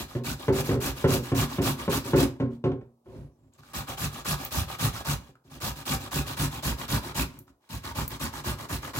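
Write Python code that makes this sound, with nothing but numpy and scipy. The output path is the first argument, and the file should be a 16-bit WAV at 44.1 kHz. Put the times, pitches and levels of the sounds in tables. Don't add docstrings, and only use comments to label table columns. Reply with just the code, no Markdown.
import sys
import numpy as np
from scipy import signal
from scipy.fft import rfft, irfft, next_fast_len
from scipy.io import wavfile
from scipy.ndimage import uniform_filter1d, map_coordinates

SR = 44100
rng = np.random.default_rng(int(sys.argv[2]) if len(sys.argv) > 2 else 0)


def put_to_file(sound):
    columns = np.atleast_2d(sound).T
    safe = np.clip(columns, -1, 1)
    whole_steps = np.round(safe * 32767)
    wavfile.write(sys.argv[1], SR, whole_steps.astype(np.int16))


N = 396459


def amp(db):
    return 10 ** (np.asarray(db) / 20)

def unit(x):
    return x / np.sqrt(np.mean(x ** 2) + 1e-20)

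def along(points, hz):
    freqs, values = np.transpose(points)
    return np.interp(np.log(hz + 1), np.log(freqs + 1), values)

def automation(rows):
    times, *lanes = np.transpose(rows)
    return [np.interp(np.arange(N) / SR, times, lane) for lane in lanes]

def filtered(x, response):
    size = next_fast_len(N + SR)
    return irfft(rfft(x, size) * response(np.fft.rfftfreq(size, 1 / SR)), size)[..., :N]

def resonances(modes):
    return lambda f: sum((-1) ** k * amp(db) * 1j * f * width / (hz * hz - f * f + 1j * f * width)
                         for k, (hz, width, db) in enumerate(modes))

def struck(force, response):
    power = np.mean(np.abs(response(np.linspace(1, SR / 2, N // 4))) ** 2)
    return filtered(force, response) / np.sqrt(power)

def slips(grain_s, spread_db):
    grip = map_coordinates(rng.standard_normal(N // 8), [np.arange(N) / (grain_s * SR)], order=1)
    return unit(amp(spread_db * grip) * rng.standard_normal((2, N)))

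def clumps(pair, depth_db):
    spectrum = signal.stft(pair, nperseg=128)[2]
    patches = uniform_filter1d(rng.standard_normal(spectrum.shape[1:]), size=5, axis=0)
    patches = unit(uniform_filter1d(patches, size=4, axis=1))
    return unit(signal.istft(spectrum * amp(depth_db * patches), nperseg=128)[1][:, :N])

def rub(gains, start, length, rasp_db, drum_db, peak, bite, rise, fall, steel_db, counter_db, bowl_db):
    at = np.arange(max(round(start * SR), 0), min(round((start + length) * SR), N))
    progress = (at / SR - start) / length
    peak = np.clip(peak, .05, .95)
    speed = bite + (1 - bite) * np.sin(np.pi / 2 * (progress / peak).clip(0, 1)) ** rise
    speed *= np.abs(np.cos(np.pi / 2 * ((progress - peak) / (1 - peak)).clip(0, 1))) ** fall
    levels_db = rasp_db + np.array([0, steel_db, counter_db + drum_db, bowl_db + drum_db])
    gains[:, at] += amp(levels_db)[:, None] * speed ** [[1], [.9], [1.4], [1.3]]

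DOWN = dict(bite=.18, rise=1, fall=2.75, steel_db=-1.5, counter_db=13.5, bowl_db=-.5)
UP = dict(peak=.28, bite=.1, rise=3.2, fall=.5, steel_db=3.5, counter_db=9.5, bowl_db=2)
TOUCH = dict(peak=.54, bite=.12, rise=.61, fall=2.2, steel_db=1.5, counter_db=14, bowl_db=2.5)
# (start [s], time to the turn [s], nominal attack [s], down level [dB], up level [dB])
STROKES = [(-.08, .14, 0.08, -37, -54), (0.236, 0.13, 0.063, -37, -50), (0.525, 0.098, .09, -35.5, -43),
           (.802, .14, 0.063, -34.5, -46.5), (1.076, 0.13, 0.068, -33, -47),
           (1.346, 0.13, .068, -32.5, -45.5), (1.613, .15, 0.068, -32.5, -46), (1.894, .13, .054, -33, -44),
           (2.155, 0.13, .05, -33, -81), (3.733, 0.13, .03, -38, -43), (3.972, 0.13, 0.07, -35, -47),
           (4.247, .12, .07, -32.5, -45), (4.508, 0.16, 0.066, -34, -44.5), (4.785, 0.13, 0.069, -32, -44),
           (5.047, 0.13, 0.067, -34, -64.5), (5.603, 0.14, 0.061, -36, -47.5),
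           (5.853, 0.13, 0.08, -32.5, -47), (6.11, 0.14, .068, -34, -41.5),
           (6.367, 0.13, 0.067, -33.5, -45), (6.624, 0.14, 0.045, -33, -44),
           (6.88, 0.13, 0.066, -33, -46.5), (7.145, 0.11, 0.071, -33, -65.5), (7.69, 0.13, 0.054, -45, -47),
           (7.947, 0.14, 0.043, -39, -47.5), (8.195, 0.12, 0.035, -37.5, -46.5),
           (8.438, 0.13, 0.041, -37, -48), (8.686, .12, .051, -38.5, -47), (8.934, .13, 0.067, -36, -46)]
# (time [s], counter gain [dB], bowl gain [dB])
PRESSURE = [(0, 1, -1), (1, -0.5, -2), (2, -1.5, 3), (2.4, 3, 19.5), (3.7, -0.5, -6.5), (5.2, 1.5, -8),
            (5.7, 0, -5), (7.2, 3, -1.5), (7.8, 6, 0.5), (8.99, 1, -0.5)]
# (start [s], length [s], rasp [dB], drum boost [dB])
HANDLING = [(2.5, 0.089, -70, 15.5), (3.044, 0.27, -73.5, 24), (3.35, 0.2, -96, 28), (3.522, 0.065, -72, 1),
            (3.577, 0.04, -62.5, 6), (3.615, 0.16, -62, -3), (5.259, 0.085, -83.5, 14),
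            (5.439, 0.074, -69.5, 8), (5.497, .11, -54, 2), (7.341, 0.1, -76.5, 20), (7.467, 0.055, -70, 6),
            (7.604, 0.12, -74.5, -13)]
def hand_envelopes():
    gains = np.zeros((4, N))
    rest_s, longest_up_s, catch_delay_s, catch_t60_s = .018, .14, .007, .048
    next_starts = [row[0] for row in STROKES[1:]] + [np.inf]
    for (start, down_s, attack_s, down_db, up_db), following in zip(STROKES, next_starts):
        peak = attack_s / down_s / 1.167
        rub(gains, start, 1.063 * down_s, down_db, 0, peak, **DOWN)
        up_s = min(following - rest_s - start - down_s, longest_up_s)
        rub(gains, start + down_s, up_s, up_db, 0, **UP)
        since_catch = np.arange(N) / SR - start - catch_delay_s
        gains[1] += (since_catch > 0) * amp(down_db - 12 - 60 * np.abs(since_catch) / catch_t60_s)
    gains[2:] *= amp(automation(PRESSURE))
    for touch in HANDLING:
        rub(gains, *touch, **TOUCH)
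    release_t60_s, release_db = np.array([.083, .1, .21, .5]), [-19.5, -14.5, -12.5, -8.5]
    poles = amp(-60 / (SR * release_t60_s))
    tails = [signal.lfilter([1 - pole], [1, -pole], gain) for pole, gain in zip(poles, gains)]
    return gains + amp(release_db)[:, None] * tails

def squelches(rasp, per_s=120, centre_hz=3290, spread_octaves=.7, life_cycles=11):
    pitch, strength, *channels = rng.standard_normal((4, 4000, 1))
    t = np.arange(SR // 50) / SR
    onsets = np.cumsum(rng.exponential(size=4000) * SR / per_s).astype(int)
    hz = (centre_hz * 2 ** (spread_octaves * pitch)).clip(2400, 12000)
    life = t * hz / life_cycles
    envelope = amp(-4 + 4 * strength) * 3 * life * np.exp(1 - 3 * life)
    notes = envelope * np.sin(2 * np.pi * hz * t * (1 + .063 * life))
    heard = onsets < N
    at = (onsets[heard, None] + np.arange(len(t))).ravel()
    return rasp * [np.bincount(at, (notes * np.tanh(send))[heard].ravel(), N + SR)[:N]
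                   for send in channels]

# (frequency [Hz], level [dB])
FLESH_EQ = [(880, -14.5), (1500, -1.5), (2080, -13), (2800, -1.5), (3030, -12), (3920, -5), (7460, -6.5),
            (8830, -10), (12700, -5.5), (16000, -12)]
def tearing_flesh(rasp, treble_hz=7700, full_force_db=-29.5):
    grains = clumps(slips(grain_s=.0015, spread_db=2), depth_db=2.5)
    hiss = struck(rasp * grains, lambda hz: amp(along(FLESH_EQ, hz))) + squelches(rasp)
    treble = filtered(hiss, lambda hz: 1 / (1 + (treble_hz / (hz + 1)) ** 8))
    brightness = (rasp / amp(full_force_db)) ** .1
    return hiss + treble * (brightness - 1)

# (pitch [Hz], width [Hz], level [dB])
WALL_MODES = [(584, 215, 5.5), (791, 50, 13.5), (1020, 140, 2), (1300, 54, -0.5), (1650, 8.7, 8),
              (2413, 160, 2), (2905, 170, 0), (3332, 170, 4), (3728, 660, -0.5)]
# (pitch [Hz], width [Hz], level [dB])
HOLLOW_MODES = [(1170, 140, 2), (901, 280, 0)]
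# (time [s], high voice [dB], low voice [dB])
HOLLOW_MIX = [(0, -10.5, -6.5), (2.5, -6, -3), (3.6, -0.5, -15.5), (5.2, -8.5, -5), (6, -8.5, -7),
              (7.2, -30.5, 2), (7.8, -18, 2), (8.99, -6.5, 3)]
def steel_box(envelope):
    shaking = envelope * clumps(slips(grain_s=.0047, spread_db=2), depth_db=3.5)
    ring = struck(shaking, resonances(WALL_MODES))
    for mode, db in zip(HOLLOW_MODES, automation(HOLLOW_MIX)):
        ring += struck(amp(db) * shaking, resonances([mode]))
    return ring

# (pitch [Hz], width [Hz], level [dB])
COUNTER_MODES = [(50.6, 27.8, -1), (75, 29.1, 2.5), (139.5, 26.1, -0.5), (254.5, 29, -11)]
def counter_drum(envelope):
    return struck(envelope * slips(grain_s=.0054, spread_db=.5), resonances(COUNTER_MODES))

# (pitch [Hz], level [dB], t60 before damping [s])
BOWL_MODES = [(126.8, -4, 0.78), (236, 0, 0.93), (270.1, -4, 0.25), (345.7, -5, 0.25), (384.5, 4.5, 0.43),
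              (417.2, -4.5, 0.36), (497, -5.5, 0.32), (538, -3, 0.26), (704, -10, 0.33),
              (867, -15.5, 0.068), (1090, -18, 0.06), (1320, -26, 0.031), (1597, -40, 0.042)]
def bowl_body(modes=slice(None), damping=1):
    return resonances([(hz, damping * np.log(1000) / (np.pi * t60), db)
                       for hz, db, t60 in BOWL_MODES[modes]])

def bowl_drum(envelope):
    buzz = envelope * slips(grain_s=.0081, spread_db=3)
    lows = struck(buzz, bowl_body(np.s_[:3], damping=2.7))
    highs = struck(buzz, bowl_body(np.s_[3:], damping=9.6))
    return lows + amp(-5) * highs

# (frequency [Hz], level [dB])
AIR_EQ = [(18, -34.5), (30, -12.5), (260, -11.5), (794, -13.5), (1170, -20), (1600, -40.5), (4000, -36.5),
          (15000, -36.5)]
def room_tone():
    return unit(filtered(rng.standard_normal((2, N)), lambda hz: amp(along(AIR_EQ, hz))))

# (time [s], level [dB], rattle's 20 dB decay [s], lower ring [dB], upper ring [dB])
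BOWL_KNOCKS = [(0.151, -23.5, 0.089, 3, -5.5), (0.482, -13.5, 0.072, -7, -4), (0.533, -22.5, 0.14, 0, -13),
               (0.691, -16, 0.14, -3.5, -6.5), (0.857, -26, 0.05, -2, -14), (1.042, -11, 0.13, -1.5, -5.5),
               (1.318, -17, 0.097, 3, -5), (1.585, -16.5, 0.083, -2.5, -5), (1.879, -14.5, 0.049, -7, -4.5),
               (2.056, -31, 0.11, -7, -14), (2.134, -12, 0.11, -6.5, -4), (2.215, -35.5, 0.081, 5, -13),
               (2.4, -20.5, 0.1, 1.5, -5), (2.64, -18, 0.1, -2, -4), (2.718, -22.5, 0.025, -2, -10),
               (2.812, -42, 0.067, -11, -8.5), (3.059, -51, 0.33, 1.5, 2), (5.292, -47, 0.038, -10, -15),
               (5.45, -53.5, .06, -6, -15)]
def bowl_knocks(bounces_per_s=300):
    blows, lower, upper, crack = np.zeros((4, N + SR))
    t = np.arange(SR // 4) / SR
    for start, db, rattle_s, lower_db, upper_db in BOWL_KNOCKS:
        noise = rng.standard_normal(len(t))
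        contacts = rng.random(len(t)) < bounces_per_s / SR
        bounces = np.tanh(2 * noise) * contacts * amp(-3.5 - 20 * t / rattle_s)
        bounces[0] = 1
        at = round(start * SR) + np.arange(len(t))
        blows[at] += amp(db) * bounces
        lower[at] += amp(db + lower_db) * bounces
        upper[at] += amp(db + upper_db) * bounces
        crack[at] += amp(db - 60 * t / (1.6 * rattle_s)) * noise
    ring = amp(-6) * struck(blows[:N], bowl_body(np.s_[:1], damping=1.8))
    ring += struck(lower[:N], bowl_body(np.s_[1:3], damping=1.37))
    ring += amp(7) * struck(upper[:N], bowl_body(np.s_[3:], damping=3.1))
    thud = struck(blows[:N], bowl_body(damping=9.9))
    boom = struck(blows[:N], resonances(COUNTER_MODES))
    body = amp(-4) * ring + amp(-3) * thud + amp(-9.5) * boom
    soft = filtered(body, lambda hz: 1 / (1 + 1j * hz / 1900) ** 2)
    edge = struck(crack[:N], lambda hz: 1j * hz / (900 + 1j * hz) / (1 + 1j * hz / 2100) ** 3)
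    return amp(24) * soft + amp(-20.5) * edge

# (start [s], length [s], pitch [Hz], level [dB])
SKIN_SQUEAKS = [(3.04, .28, 10800, -80), (3.37, .15, 7300, -85), (3.3, .08, 5900, -86)]
def skin_squeaks(width_hz=300):
    out, t = np.zeros((2, N)), np.arange(N) / SR
    for start, length, hz, db in SKIN_SQUEAKS:
        swell = np.sin(np.pi * ((t - start) / length).clip(0, 1)) ** .5
        out += amp(db) * swell * struck(rng.standard_normal((2, N)), resonances([(hz, width_hz, 0)]))
    return out

# (time [s], level [dB], starting pitch [Hz])
WET_SNAPS = [(3.5355, -42, 7200), (3.586, -43.5, 1150), (3.6336, -32.5, 1170), (3.906, -20, 1116),
             (4.449, -11, 14200), (4.9622, -17.5, 1236), (5.3537, -35.5, 1180), (7.3888, -24.5, 12500),
             (7.4784, -37, 1190), (7.9842, -17.5, 1150), (8.078, -12, 12600), (8.367, -20.5, 1065)]
def wet_snaps(attack_s=.0017, t60_s=.015):
    out, t = np.zeros(N + SR), np.arange(SR // 20) / SR
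    envelope = amp(-60 * t / t60_s) * (1 - np.exp(-t / attack_s))
    for start, db, hz in WET_SNAPS:
        wander = np.cumsum(rng.normal(0, .18 + hz / 40000, len(t)))
        chirp = np.sin(2 * np.pi * hz * t * (1 + 9 * t) + wander)
        out[round(start * SR):][:len(t)] += amp(db) * envelope * chirp
    return out[:N]

# (frequency [Hz], t60 [s])
ROOM_DECAY = [(200, 0.29), (2000, 0.27), (10000, 0.19)]
def kitchen_reverb(x):
    hz, t, spectrum = signal.stft(rng.standard_normal((2, SR // 2)), SR, nperseg=256)
    decay = amp(-60 * t / along(ROOM_DECAY, hz)[:, None])
    tail = signal.istft(spectrum * decay, SR, nperseg=256)[1]
    return signal.fftconvolve(x[None], tail / np.linalg.norm(tail[0]), axes=1)[:, :N]

# (frequency [Hz], left-right correlation [0-1])
CORRELATION = [(100, 0.95), (300, 0.97), (700, 0.58), (2000, 0.25), (6000, 0.13), (14000, 0.12)]
def spread(pair):
    def mid_side(hz):
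        angle = np.arccos(along(CORRELATION, hz)) / 2
        return np.array([np.cos(angle), np.sin(angle)])
    mid, side = filtered(pair, mid_side)
    return np.array([mid + side, mid - side])

# (frequency [Hz], left minus right [dB])
BALANCE = [(60, -2), (150, -0.5), (380, 0), (950, -0.5), (2380, 0), (5980, -0.5), (15000, 1.5)]
def scene():
    hits = bowl_knocks() + amp(-3.5) * wet_snaps()
    rasp, steel, counter, bowl = hand_envelopes()
    grating = amp(1.5) * tearing_flesh(rasp) + amp(-2.5) * steel_box(steel)
    grating += amp(-7) * counter_drum(counter) + amp(-4.5) * bowl_drum(bowl)
    bed = grating + skin_squeaks() + amp(-72.5) * room_tone()
    reverb = amp(-4) * kitchen_reverb(hits) + amp(-6) * kitchen_reverb(grating[0])
    mix = hits + spread(bed + reverb)
    sides, lead_s = np.array([[.5], [-.5]]), .00013
    return filtered(mix, lambda hz: amp(sides * along(BALANCE, hz))
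                    * np.exp(2j * np.pi * hz * lead_s * sides))

def record(dry):
    low_cut_hz, top_hz = 39, 15950
    return filtered(dry, lambda hz: (1j * hz / (low_cut_hz + 1j * hz)) ** 4 * (hz < top_hz))


dry = scene()
out = record(dry)
put_to_file(out)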